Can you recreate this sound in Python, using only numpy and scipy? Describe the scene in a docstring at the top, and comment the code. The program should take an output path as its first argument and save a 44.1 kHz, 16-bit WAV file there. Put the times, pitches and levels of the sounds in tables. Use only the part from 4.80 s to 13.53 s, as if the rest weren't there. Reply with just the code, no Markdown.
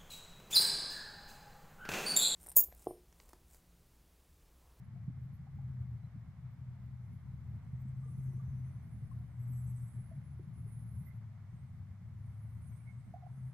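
"""A calm pond in a park, heard from a hand-held phone.
Beyond the trees, engines rumble and tyres hiss, with low engine drones that rise and fall in pitch.
Ripples trap bubbles that plop at the bank, and a far bird peeps. The hand bumps the phone and
rustles on its case beside the right microphone. Faint, very high ticks sound at the phone."""
import sys
import numpy as np
from scipy import signal
from scipy.fft import rfft, irfft
from scipy.io import wavfile

SR = 44100
rng = np.random.default_rng(int(sys.argv[2]) if len(sys.argv) > 2 else 0)


def generate_wav(signal):
    """Clip the signal to [-1, 1] and save it as 16-bit WAV at the path in sys.argv[1]."""
    frames = np.transpose(np.atleast_2d(signal))
    scaled = np.clip(frames, -1, 1) * 32767
    pcm = np.round(scaled).astype(np.int16)
    wavfile.write(sys.argv[1], SR, pcm)


N = 384993
TIME_S = np.arange(N) / SR
FREQ_HZ = np.maximum(np.fft.rfftfreq(N, 1 / SR), 1)


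def undb(db):
    """Turn decibels into a number to multiply a sound by."""
    return 10 ** (np.asarray(db) / 20)


def unit(x):
    """Scale a sound so its average strength (rms) is 1."""
    return x / np.sqrt(np.mean(x ** 2))


def over_time(rows):
    """Join a table's timed points with straight lines, one curve for each column after the time."""
    time_s, *columns = np.transpose(rows)
    return [np.interp(TIME_S, time_s, column) for column in columns]


def over_pitch(rows, column=1):
    """Fill in one column of a table for every frequency, giving each octave equal room."""
    rows = np.array(rows)
    return np.interp(np.log(FREQ_HZ), np.log(rows[:, 0]), rows[:, column])


def shape_tone(x, rows):
    """Turn each frequency up or down as a table says; the result has strength 1."""
    return unit(irfft(rfft(x) * undb(over_pitch(rows)), N))


def wander(rate_hz):
    """A smooth random wobble that changes about rate_hz times a second."""
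    spectrum = rfft(rng.standard_normal(N)) * np.exp(-(FREQ_HZ / rate_hz) ** 2 / 2)
    spectrum[0] = 0
    return unit(irfft(spectrum, N))


def pan(db):
    """Left and right volumes: a positive pan_db is louder on the left, a negative one on the right."""
    return undb(np.array([[1], [-1]]) * db / 2)


def add(out, start_s, sound):
    """Mix a stereo sound in at its start time."""
    i = max(int(start_s * SR), 0)
    out[:, i:i + sound.shape[1]] += sound[:, :N - i]


# How loud the traffic rumble is: time_s, level_db
RUMBLE_LEVEL = [(0, -59.5), (0.9, -55), (1.55, -59.5), (2.2, -58), (2.9, -55), (4.1, -54), (5.3, -56.5),
                (6.15, -55), (6.6, -60.5), (7.5, -57.5), (8.15, -59.5), (8.73, -60)]
# The rumble's bass-heavy tone: frequency_hz, level_db
RUMBLE_TONE = [(15, -18), (28, -19), (45, -23), (62, -10), (78, 0.5), (95, -3), (120, 3), (148, -3.5),
               (175, -7.5), (215, -14), (255, -24.5), (290, -30.5), (450, -41.5), (900, -62.5)]


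def traffic_rumble(gain_db=8.5, width_db=-14, pan_db=2.0, flutter_db=1.78):
    """Engines beyond the trees: only the bass carries, nearly alike at both microphones."""
    level_db, = over_time(RUMBLE_LEVEL)
    shared, side = shape_tone(rng.standard_normal((2, N)), RUMBLE_TONE)
    stereo = shared + undb(width_db) * np.array([side, -side])
    return stereo * pan(pan_db) * undb(level_db + gain_db + flutter_db * wander(14))


# The tone of far tyres and still air: frequency_hz, level_db
HISS_TONE = [(200, -31.5), (470, -6), (680, 1.5), (860, 0), (1100, 0.5), (1750, -4.5), (2150, -3),
             (2550, -12), (3300, -14), (4600, -17.5), (8000, -22.5), (15500, -29)]
# That hiss at the two microphones: frequency_hz, likeness (0 to 1), pan_db
HISS_STEREO = [(400, .85, 3.5), (724, 0.89, 1), (1100, .76, 0), (1720, 0.6, -1.5), (2040, 0.5, -6.5),
               (2800, 0, -.5), (5000, 0.16, -0.5), (14000, 0, -5)]


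def tyre_hiss(level_db=-73, drift_db=0.5, flicker_db=0.64, busy_db=1.6, busiest_s=3.9, build_s=1.1):
    """Many far tyres: the middle range sways in the air and swells once as traffic thickens."""
    shared, side = rfft(rng.standard_normal((2, N)))
    likeness = over_pitch(HISS_STEREO)
    spectrum = np.sqrt(1 + likeness) * shared + np.sqrt(1 - likeness) * np.array([side, -side])
    spectrum = spectrum * pan(over_pitch(HISS_STEREO, column=2)) * undb(over_pitch(HISS_TONE))
    tyre_share = 1 / (1 + (FREQ_HZ / 2800) ** 4)
    tyres = irfft(spectrum * tyre_share, N)
    steady_air = irfft(spectrum * (1 - tyre_share), N)
    busy = np.exp(-((TIME_S - busiest_s) / build_s) ** 2)
    sway = undb(busy_db * busy + drift_db * wander(0.99) + flicker_db * wander(17))
    return undb(level_db) * unit(tyres * sway + steady_air)


# A far engine whose speed rises and falls: time_s, pitch_hz, level_db
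FIRST_ENGINE = [(0, 121.7, -70), (.38, 127.3, -45), (.65, 137.7, -53), (.92, 128.4, -42),
                (1.25, 116.7, -55.5), (1.55, 123, -53), (1.8, 125.1, -46), (2.5, 125.6, -55.5),
                (3.0, 129, -48), (3.47, 131.7, -40), (3.85, 128.3, -42), (4.1, 119.3, -53.5),
                (4.55, 121.5, -48), (4.72, 124.5, -36.5), (5.05, 119.1, -44), (5.3, 111, -62.5),
                (6.2, 116.5, -47), (6.85, 91.85, -55), (7.55, 105.1, -47), (8.5, 127, -55),
                (8.67, 129.5, -42), (8.73, 130, -54.5)]


def engine_drone(rows, gain_db=-0.5, waver=0.015034, flutter_db=0.84, pan_db=2.0):
    """An engine hums one low, sliding note, its pitch and strength shaken by the breeze."""
    pitch_hz, level_db = over_time(rows)
    phase = 2 * np.pi * np.cumsum(pitch_hz * (1 + waver * wander(19.7))) / SR
    hum = unit(np.sin(phase) * undb(flutter_db * wander(13)))
    return hum * undb(level_db + gain_db) * pan(pan_db)


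def burst(pitch_hz, width_hz, half_length_s):
    """Noise close to one pitch that swells for half_length_s, then fades for just as long."""
    size = 8192
    t = np.arange(size) / SR
    band = np.exp(-((np.fft.rfftfreq(size, 1 / SR) - pitch_hz) / width_hz) ** 2)
    noise = irfft(rfft(rng.standard_normal(size)) * band)
    sound = noise * np.sin(np.pi * np.minimum(t / (2 * half_length_s), 1)) ** 2
    return sound / np.abs(sound).max()


# Single tiny clicks at the phone: middle_s, pitch_hz, level_db, half_length_s
LONE_TICKS = [(0.05, 11000, -74, 0.022), (0.552, 11600, -69.5, 0.035), (3.017, 14300, -66, .022)]


def phone_ticks(gain_db=-7, width_hz=560, pan_db=-18, pair_db=-79, pair_hz=14700, pair_count=9):
    """Faint, very high, regular double ticks and a few lone clicks at the phone."""
    times_s = [.434 + .32 * k + gap_s for k in range(pair_count) for gap_s in (0, .025)]
    pairs = [(middle_s, pair_hz, pair_db + 2 * rng.standard_normal(), .012) for middle_s in times_s]
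    out = np.zeros((2, N))
    for middle_s, pitch_hz, level_db, half_length_s in LONE_TICKS + pairs:
        tick = burst(pitch_hz, width_hz, half_length_s)
        add(out, middle_s - half_length_s, tick * undb(level_db + gain_db) * pan(pan_db))
    return out


def ring(pitch_hz, fade_s, rise_s, glide):
    """A note that starts softly and dies by 60 dB in fade_s, its pitch rising by the fraction glide."""
    t = np.arange(int(.25 * SR)) / SR
    phase = 2 * np.pi * np.cumsum(pitch_hz * (1 + glide * np.minimum(t / fade_s, 1))) / SR
    loudness = (1 - np.exp(-(t / rise_s) ** 2)) * np.exp(-np.log(1000) * t / fade_s)
    return np.sin(phase) * loudness / loudness.max()


# Bubbles at the bank: start_s, pitch_hz, level_db, fade_s, pan_db
BUBBLES = [(.156, 705, -65.5, 0.07, 10), (.668, 780, -58.5, 0.027, -6), (.785, 810, -57, 0.03, -6),
           (3.23, 1196, -67.5, 0.13, -13.5), (3.28, 1182, -70, 0.11, -19), (3.255, 460.8, -63.5, 0.048, 3),
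           (3.48, 356.7, -60.5, 0.12, -1), (3.53, 347, -59.5, 0.087, 0), (3.574, 417, -63, 0.052, -2),
           (3.594, 1172, -66.5, 0.075, -18.5), (4.312, 1073, -60, 0.037, 18), (4.406, 721.2, -64, 0.045, 5),
           (5.178, 382, -63.5, 0.085, 0), (5.311, 643, -53.5, 0.049, 1), (5.593, 359.3, -47.5, 0.025, 4),
           (5.858, 400, -61, .08, -2), (8.338, 712, -41.5, 0.031, -1), (8.358, 769.5, -54.5, 0.1, -7),
           (8.421, 747, -57, 0.044, -8), (8.432, 720, -50.5, 0.048, -2), (8.464, 740, -53, 0.019, -17)]


def water_plops(gain_db=-1.0):
    """Ripples trap bubbles at the bank; each rings briefly, rising a little in pitch."""
    out = np.zeros((2, N))
    for start_s, pitch_hz, level_db, fade_s, pan_db in BUBBLES:
        plop = ring(pitch_hz, fade_s, rise_s=.005, glide=0.017)
        add(out, start_s, plop * undb(level_db + gain_db) * pan(pan_db))
    return out


# Soft knocks of the hand: start_s, pitch_hz, level_db
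HAND_BUMPS = [(0.2764, 159, -29), (0.293, 245, -44.5), (1.356, 212, -42.5), (2.931, 120, -32.5),
              (3.051, 200.1, -41), (4.699, 220, -44)]


def hand_bumps(gain_db=-4.5, pan_db=-5):
    """Fingers nudge the phone: dull thuds that last only a few vibrations."""
    out = np.zeros((2, N))
    for start_s, pitch_hz, level_db in HAND_BUMPS:
        thud = ring(pitch_hz, fade_s=0.05, rise_s=0.0061, glide=0)
        add(out, start_s, thud * undb(level_db + gain_db) * pan(pan_db))
    return out


# A far bird's notes: middle_s, pitch_hz, level_db, half_length_s, pan_db
BIRD_NOTES = [(1.247, 4020, -82, 0.027, 8), (6.278, 2041, -71, .02, -18), (6.312, 2075, -68, .02, -16),
              (7.922, 2285, -78.5, .04, -14), (8.008, 2320, -78.5, 0.039, -16),
              (8.091, 2165, -68, 0.04, -23)]


def bird_peeps(gain_db=1.0, width_hz=70):
    """Short bird notes, blurred by their trip across the water."""
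    out = np.zeros((2, N))
    for middle_s, pitch_hz, level_db, half_length_s, pan_db in BIRD_NOTES:
        peep = burst(pitch_hz, width_hz, half_length_s)
        add(out, middle_s - half_length_s, peep * undb(level_db + gain_db) * pan(pan_db))
    return out


def treble_glitter(spread_db=3.5, longest_s=0.06, glide=0.0023, count=7000):
    """Tiny high pips at random moments, pitches and strengths that make the rustle glitter."""
    when, pitch, span = rng.random((count, 3)).T[:, :, None]
    strength, bend = rng.standard_normal((count, 2)).T[:, :, None]
    t = np.arange(int(longest_s * SR)) / SR
    progress = np.minimum(t / (t[-1] * (1 + span) / 2), 1)  # 0 to 1 through each pip
    pitch_hz = 4500 + 9500 * pitch
    phase = 2 * np.pi * pitch_hz * t * (1 + glide * bend * progress)
    pips = np.sin(phase) * progress * (1 - progress) ** 2 * undb(spread_db * strength)
    positions = (when * N).astype(int) + np.arange(len(t))
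    return unit(np.bincount(positions.ravel(), pips.ravel(), N)[:N])  # add each in at its place


# Four ranges where the rubbed phone case rings, lowest first: frequency_hz, level_db
CASE_LOW = [(4400, -26.5), (5600, -11.5), (6200, 0), (6700, -6), (7400, -34.5)]
CASE_MIDDLE = [(6800, -25), (7550, -14.5), (7920, -6), (8400, -4.5), (9000, -37)]
CASE_HIGH = [(8300, -26), (8850, -2.5), (9250, -6.5), (9850, 2), (10350, -6), (10750, -2), (11200, -18.5),
             (11700, -36)]
CASE_TOP = [(10800, -28), (11300, -2.5), (11650, 4.5), (12350, -1), (13000, -20.5), (13500, -38)]
# Finger strokes by the right microphone: middle_s, length_s, level_db, pitch_hz, width_hz
FINGER_STROKES = [(2.31, .22, -86, 11200, 1800), (3.149, .45, -85, 7900, 600),
                  (3.43, 0.31, -74, 10030, 2600), (3.65, 0.71, -85.5, 5870, 1100),
                  (4.05, 0.88, -81.5, 10350, 2000), (4.78, 0.28, -66, 11430, 1370),
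                  (4.87, .38, -86, 6100, 700), (4.886, 0.57, -73, 7820, 750),
                  (5.09, 0.35, -71, 10800, 1700), (5.25, 0.72, -78, 10360, 200),
                  (5.9, 0.24, -67.5, 10100, 1350), (6.16, 0.31, -71, 10900, 1700),
                  (6.27, 0.084, -71.5, 12330, 300), (6.82, .22, -85, 8785, 1200),
                  (7.62, 0.43, -81.5, 10400, 2200), (7.83, 0.38, -84, 12230, 130),
                  (7.92, .27, -74, 9900, 2300), (8.19, .24, -82, 8802, 1700),
                  (8.636, .28, -77.5, 9890, 2600)]


def finger_rustle(hiss_db=-6, left_db=-29, resting_db=-91, touch_s=1.7):
    """Sliding skin makes the case ring; each stroke swells and fades around one pitch."""
    texture = treble_glitter() + undb(hiss_db) * rng.standard_normal(N)
    ranges = [(CASE_LOW, -1.5), (CASE_MIDDLE, -5), (CASE_HIGH, 0), (CASE_TOP, -4)]
    case = unit(sum(shape_tone(texture, tone) * undb(gain_db) for tone, gain_db in ranges))
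    spectrum = rfft(case)
    out = case * np.clip(TIME_S - touch_s, 0, 1) * undb(resting_db)  # the resting finger creeps faintly
    for middle_s, length_s, level_db, pitch_hz, width_hz in FINGER_STROKES:
        pressure = np.exp(-np.abs(2 * (TIME_S - middle_s) / length_s) ** 2.4)  # a flattish bell shape
        band = np.exp(-((FREQ_HZ - pitch_hz) / width_hz) ** 2)
        stroke = unit(irfft(spectrum * band, N))
        out += stroke * pressure * undb(level_db)
    return out * undb([[left_db], [0]])


# Another engine on the road: time_s, pitch_hz, level_db
SECOND_ENGINE = [(5.15, 136, -80), (5.37, 141, -45.5), (5.6, 145.6, -55), (6.15, 161.8, -64),
                 (6.4, 166.8, -83)]


def second_engine():
    """A second engine is heard briefly, its hum climbing as it speeds up."""
    return engine_drone(SECOND_ENGINE)


def bank_echo(x, echo_db=-8, fade_s=0.3):
    """The bank and the water scatter sound into a short, soft echo."""
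    t = np.arange(SR // 2) / SR
    tail = rng.standard_normal((2, len(t))) * np.exp(-np.log(1000) * t / fade_s)
    tail /= np.sqrt(np.sum(tail ** 2, axis=1, keepdims=True))
    return x + undb(echo_db) * signal.fftconvolve(x, tail, axes=1)[:, :N]


def from_left(x, delay_s=.00008):
    """Sound from the left reaches the right microphone a little later."""
    return np.array([x[0], np.interp(TIME_S - delay_s, TIME_S, x[1])])


def scene():
    """Far traffic, the pond, the ticks at the phone and the hand, added together."""
    engines = traffic_rumble() + engine_drone(FIRST_ENGINE) + second_engine()
    traffic = from_left(engines) + tyre_hiss()
    pond = bank_echo(water_plops() + bird_peeps())
    return traffic + pond + phone_ticks() + hand_bumps() + finger_rustle()


def record(dry, cutoff_hz=15600):
    """The phone cuts off the very highest treble."""
    treble_cut = signal.ellip(14, .2, 70, cutoff_hz, fs=SR, output="sos")
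    return signal.sosfilt(treble_cut, dry)


dry = scene()
out = record(dry)
generate_wav(out)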